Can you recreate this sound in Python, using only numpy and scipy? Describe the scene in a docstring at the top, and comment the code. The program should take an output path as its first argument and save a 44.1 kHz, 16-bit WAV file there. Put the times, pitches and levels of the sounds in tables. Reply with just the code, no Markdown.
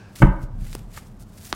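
"""First the fading room sound of something earlier and soft air, then cards brush and a deck is slapped down.
The place is a small quiet room, with a phone microphone close to a wooden table.
The deck lands in damped snaps and a burst of clatter; pushes ring the table's modes.
Cards slide as strokes of gritty hiss, and edges snap as short swings with a crack of noise.
The phone stand trembles as a wavering low swing with rumble; a diffuse tail gives the room."""
import sys
import numpy as np
from scipy import signal
from scipy.fft import rfft, irfft
from scipy.io import wavfile
from scipy.ndimage import uniform_filter1d

SR = 44100
rng = np.random.default_rng(int(sys.argv[2]) if len(sys.argv) > 2 else 0)


def inscribe(sig):
    """Save sig as 16-bit PCM at rate SR to the path in sys.argv[1].

    A 1-D sig is mono; a 2-D sig holds one channel per row.
    Samples are clipped to [-1, 1] before scaling.
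    """
    pcm = np.round(np.clip(np.atleast_2d(sig).T, -1, 1) * 32767)
    wavfile.write(sys.argv[1], SR, pcm.astype(np.int16))


def invert_db(level):
    """Linear amplitude ratio for a level in decibels (20 dB per decade), elementwise."""
    return 10 ** (np.asarray(level, dtype=float) / 20)


N = 68355  # length in samples


def unit(x):
    """Scales a signal to rms 1."""
    return x / np.sqrt(np.mean(x ** 2))


def conv(x, response):
    """Lets a signal excite a response, cut to the scene's length."""
    return signal.fftconvolve(x, response)[:N]


def noise(points):
    """Noise of rms 1 coloured by (Hz, dB) points, joined along log frequency."""
    points = np.array(points, float)
    hz = np.fft.rfftfreq(N, 1 / SR) + 1  # keeps the logarithm finite
    colour_db = np.interp(np.log(hz), np.log(points[:, 0]), points[:, 1])
    return unit(irfft(rfft(rng.standard_normal(N)) * invert_db(colour_db), N))


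def curve(rows):
    """Straight lines between (seconds, value) points."""
    points = np.array(rows, float)
    return np.interp(np.arange(N) / SR, points[:, 0], points[:, 1])


def walk(rate_hz):
    """Random levels held for 1 / rate_hz seconds and smoothed, rms 1."""
    hold = int(SR / rate_hz)
    steps = np.repeat(rng.standard_normal(N // hold + 1), hold)
    return unit(uniform_filter1d(steps, hold)[:N])


def add(out, at_s, x):
    """Mixes a short sound into out at a given second."""
    start = int(at_s * SR)
    out[start:start + len(x)] += x[:N - start]


# The deck landing close by, packet after packet.
# Each row: start in seconds, level in dB, pitch in Hz.
PACKETS = [(.2198, -12, 900), (.2212, -7, 1050), (.2245, -8, 1050), (.2258, -6, 950), (.2288, -6, 800),
           (.2322, -13, 1100)]


def landing():
    """Each packet is a heavily damped swing with very little crack."""
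    crack_db = -42  # relative to the swing
    return snaps([(*row, crack_db) for row in PACKETS])


# Colour of the loose cards clattering. Each row: frequency in Hz, relative level in dB per Hz.
CLATTER_COLOUR = [(300, -30), (700, -2), (1200, -.5), (2200, -7), (3000, -17), (4200, -36), (5500, -50),
                  (9000, -60)]


def clatter():
    """Loose cards clatter as the deck lands: a dense noise burst that swells quickly and dies."""
    start_s, level_db, rise_s, t60_s = .2195, -11, .004, .07
    t = np.maximum(np.arange(N) / SR - start_s, 0)
    swell = 1 - np.exp(-t / rise_s)
    return noise(CLATTER_COLOUR) * swell * invert_db(level_db - 60 * t / t60_s)


# Blows of the hand on the table top. Each row: start in seconds, level in dB, contact in ms.
HAND_BLOWS = [(.203, -29, 2.4), (.212, -21, 4.0), (.2197, -14, 1.0), (0.2284, -4.5, 2.2),
              (0.2343, -2.5, 3.75), (0.283, -14, 7.3), (.434, -25.5, 5.5), (.618, -25.5, 5.2),
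              (.812, -34, 5.0), (0.969, -42, 4.0), (1.529, -36, 5.2)]
# Modes of the wooden table. Each row: frequency in Hz, relative level in dB, 60 dB decay in seconds.
TABLE_MODES = [(40, -5, .28), (55, -1.5, .16), (78, -5, .12), (119, -8, .14), (138, -1.5, .09),
               (168, -4, .13), (189, -9.5, .26), (286, -11, .12), (335, -1, .08), (395, -5, .08),
               (585, 5, .07), (860, -4, .05), (975, -4, .4), (1125, -5, .08), (1215, 0, .05),
               (1515, 0, .05), (2090, -6, .04), (2530, -6, .04)]


def table():
    """Each blow is a smooth push that rings the same table modes; longer contact is duller."""
    t = np.arange(SR // 2) / SR
    ring = np.zeros(len(t))
    for hz, db, t60_s in TABLE_MODES:
        ring += invert_db(db) * np.sin(2 * np.pi * hz * t) * np.exp(-np.log(1000) * t / t60_s)

    # Each packet of the deck also knocks the table: 20 dB under its row, with 0.4 ms contact.
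    knocks = [(start_s, db - 20, .4) for start_s, db, _ in PACKETS]
    push = np.zeros(N)
    for start_s, db, contact_ms in [*HAND_BLOWS, *knocks]:
        phase = np.clip(t[:900] / (contact_ms / 1000), 0, 1)
        area_scale = 2000 / (contact_ms * SR)  # the same impulse for any contact time
        add(push, start_s, -invert_db(db) * np.sin(np.pi * phase) ** 2 * area_scale)
    return conv(push, ring)


# Card edges snapping near the microphone.
# Each row: start in seconds, level in dB, pitch in Hz, crack in dB relative to the swing.
EDGE_SNAPS = [(0.645, -39, 1570, -8), (0.7294, -36, 1780, 2), (0.7303, -33, 1700, -3),
              (0.7341, -44, 2000, 8), (.7506, -24, 340, -3), (.7513, -30, 3800, 7), (.752, -25, 720, -8),
              (.9662, -36, 2000, -14), (.972, -35, 1900, -14), (.9752, -25, 1350, -26),
              (.9775, -24.5, 1150, -26), (.981, -34, 1700, -12), (.987, -38, 1800, -10),
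              (1.5273, -6, 3900, -19), (1.52752, -8.5, 1030, -28), (1.5292, -23, 300, -23),
              (1.538, -35, 3000, -12)]


def snaps(rows):
    """A card edge lets go: a heavily damped swing with a brief crack of noise."""
    decay_cycles, crack_decay_s, crack_band_hz = .52, .0007, (2000, 8000)
    out, t = np.zeros(N), np.arange(600) / SR
    band = signal.butter(1, crack_band_hz, "band", fs=SR, output="sos")
    cracks = signal.sosfilt(band, rng.standard_normal((len(rows), 600)))
    for (start_s, db, hz, crack_db), crack in zip(rows, cracks):
        onset = 1 - np.exp(-(t * hz / .33) ** 2)  # rounds the start within a third of a cycle
        swing = -3 * np.sin(2 * np.pi * hz * t) * np.exp(-t * hz / decay_cycles) * onset
        crack = 2 * invert_db(crack_db) * crack * np.exp(-t / crack_decay_s)
        add(out, start_s, invert_db(db) * (swing + crack))
    return out


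# Dull and bright rubbing of paper. Each row: frequency in Hz, relative level in dB per Hz.
DULL_RUB = [(400, -30), (900, -11), (1370, -3), (2470, -3), (2960, -5.5), (6410, -9), (7580, -7),
            (14000, -14), (16000, -21)]
BRIGHT_RUB = [(880, -37), (1500, -7), (2370, -13), (2460, -9), (5330, -3), (10600, -4), (16000, -9)]
# Cards sliding over each other. Each row: loudest moment in seconds, rise in dB per ms,
# fall in dB per ms, level in dB, brightness from 0 (dull) to 1 (bright).
STROKES = [(.156, 9.0, .16, -41, .3), (.226, .2, .7, -45, .8), (.432, .35, .6, -52, .7),
           (.61, .8, .3, -58, .4), (.665, .25, .1, -52, .3), (.745, .2, .4, -53, .9),
           (.785, .15, .3, -56, .1), (.93, .9, .1, -54, .6), (.972, .3, .3, -50, 0),
           (.984, .35, .65, -49, .7), (1.065, .5, .4, -59, .6), (1.198, 6.0, .5, -54, 1),
           (1.228, .5, 1.2, -57, .9), (1.31, .15, .1, -65, .5), (1.385, .4, .05, -59, .5),
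           (1.487, .15, .35, -42.5, .9), (1.54, 1.2, .1, -54, .2)]


def slide():
    """Paper on paper: strokes of gritty hiss that swell and fade."""
    grit = invert_db(2.6 * walk(1500) + 1.6 * walk(90))  # fine grit and slower flicker, in dB
    dull = unit(noise(DULL_RUB) * grit)
    bright = unit(noise(BRIGHT_RUB) * grit)
    ms = np.arange(N) / SR * 1000
    out = np.zeros(N)
    for peak_s, rise, fall, db, brightness in STROKES:
        after_ms = ms - peak_s * 1000
        stroke = invert_db(db - np.maximum(-rise * after_ms, fall * after_ms))
        out += stroke * (np.sqrt(1 - brightness) * dull + np.sqrt(brightness) * bright)
    return out


# Trembling of the phone stand. Each row: time in seconds, level in dB.
STAND_LEVEL = [(0, -62), (.15, -52), (.3, -38), (.38, -32), (.74, -32), (.785, -43), (.85, -37), (.92, -44),
               (1.1, -43), (1.21, -45), (1.3, -53), (1.55, -54)]
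# Colour of the stand's rumble. Each row: frequency in Hz, relative level in dB per Hz.
RUMBLE_COLOUR = [(40, -30), (70, -4), (120, 0), (200, -5), (300, -22), (800, -60)]


def stand():
    """The stand under the microphone: a low swing wavering in pitch and size, with uneven rumble."""
    swing_hz = 33 + 3.5 * walk(12)
    swing = unit(np.sin(2 * np.pi * np.cumsum(swing_hz) / SR))
    rumble = noise(RUMBLE_COLOUR) * invert_db(-10 + 3 * walk(25))  # dB relative to the swing
    return (swing + rumble) * invert_db(curve(STAND_LEVEL) + 2.5 * walk(14))


# Tail of the small room. Each row: band centre in Hz, relative level in dB, 60 dB decay in seconds.
ROOM_BANDS = [(100, -25, .4), (250, -20, .45), (500, -12, .6), (1000, -4.5, 0.55), (2000, -6, .42),
              (3500, -1, .33), (8000, -20, .2)]


def room(x):
    """Diffuse tail built from noise bands, each dying at its own pace."""
    level_db, fade_in_s = -14.5, .004
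    t, tail = np.arange(N) / SR, np.zeros(N)
    for hz, db, t60_s in ROOM_BANDS:
        band = noise([(hz / 8, -70), (hz / 2, -12), (hz, 0), (hz * 2, -12), (hz * 8, -70)])
        tail += invert_db(db) * band * np.exp(-np.log(1000) * t / t60_s)
    tail *= np.clip(t / fade_in_s, 0, 1) ** 2
    tail /= np.sqrt(np.sum(tail ** 2))
    return conv(x, tail) * invert_db(level_db)


# Room sound left from something earlier. Each row: frequency in Hz, relative level in dB per Hz.
EARLIER_COLOUR = [(200, -30), (420, 0), (600, -6), (900, -9), (1250, -14), (1600, -4), (2050, -19),
                  (2550, -11), (3200, -22), (5000, -19), (8000, -28), (12000, -40)]


def earlier():
    """Coloured noise that fades steadily from the first moment."""
    level_db, t60_s = -50.5, 1.1
    t = np.arange(N) / SR
    return noise(EARLIER_COLOUR) * invert_db(level_db - 60 * t / t60_s)


# Steady air of the quiet room. 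Each row: frequency in Hz, relative level in dB per Hz.
AIR_COLOUR = [(24, -30), (40, -10), (70, -6), (115, -1), (160, -9), (200, -3), (250, -14), (430, -20),
              (800, -24), (1400, -31), (2200, -41), (5000, -47), (10000, -56), (16000, -62)]


def air():
    """Steady coloured noise, mostly low."""
    return noise(AIR_COLOUR) * invert_db(-44.5)


def scene():
    """Mixes the slap, the handled cards, their room and the background into one channel."""
    slap = landing() + clatter() + table()
    cards = snaps(EDGE_SNAPS) + slide()
    tail = room(slap + invert_db(-6) * cards)  # the cards excite the room 6 dB less
    return (slap + cards + tail + stand() + earlier() + air())[None]


def low_pass(x):
    """Removes everything above the highest recorded frequency."""
    return signal.sosfilt(signal.butter(12, 16490, fs=SR, output="sos"), x)


def record(dry):
    """The phone loses the deepest bass, rounds off the loudest swings and cuts the top."""
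    ceiling = 0.99
    bass_cut = signal.butter(2, 29, "high", fs=SR, output="sos")
    top_cut = signal.ellip(8, .2, 60, 15900, fs=SR, output="sos")
    x = signal.sosfilt(bass_cut, dry)
    x = x / (1 + np.abs(x / ceiling) ** 4) ** .25
    x = signal.sosfilt(top_cut, x)
    return low_pass(x)


dry = scene()
out = record(dry)
inscribe(out)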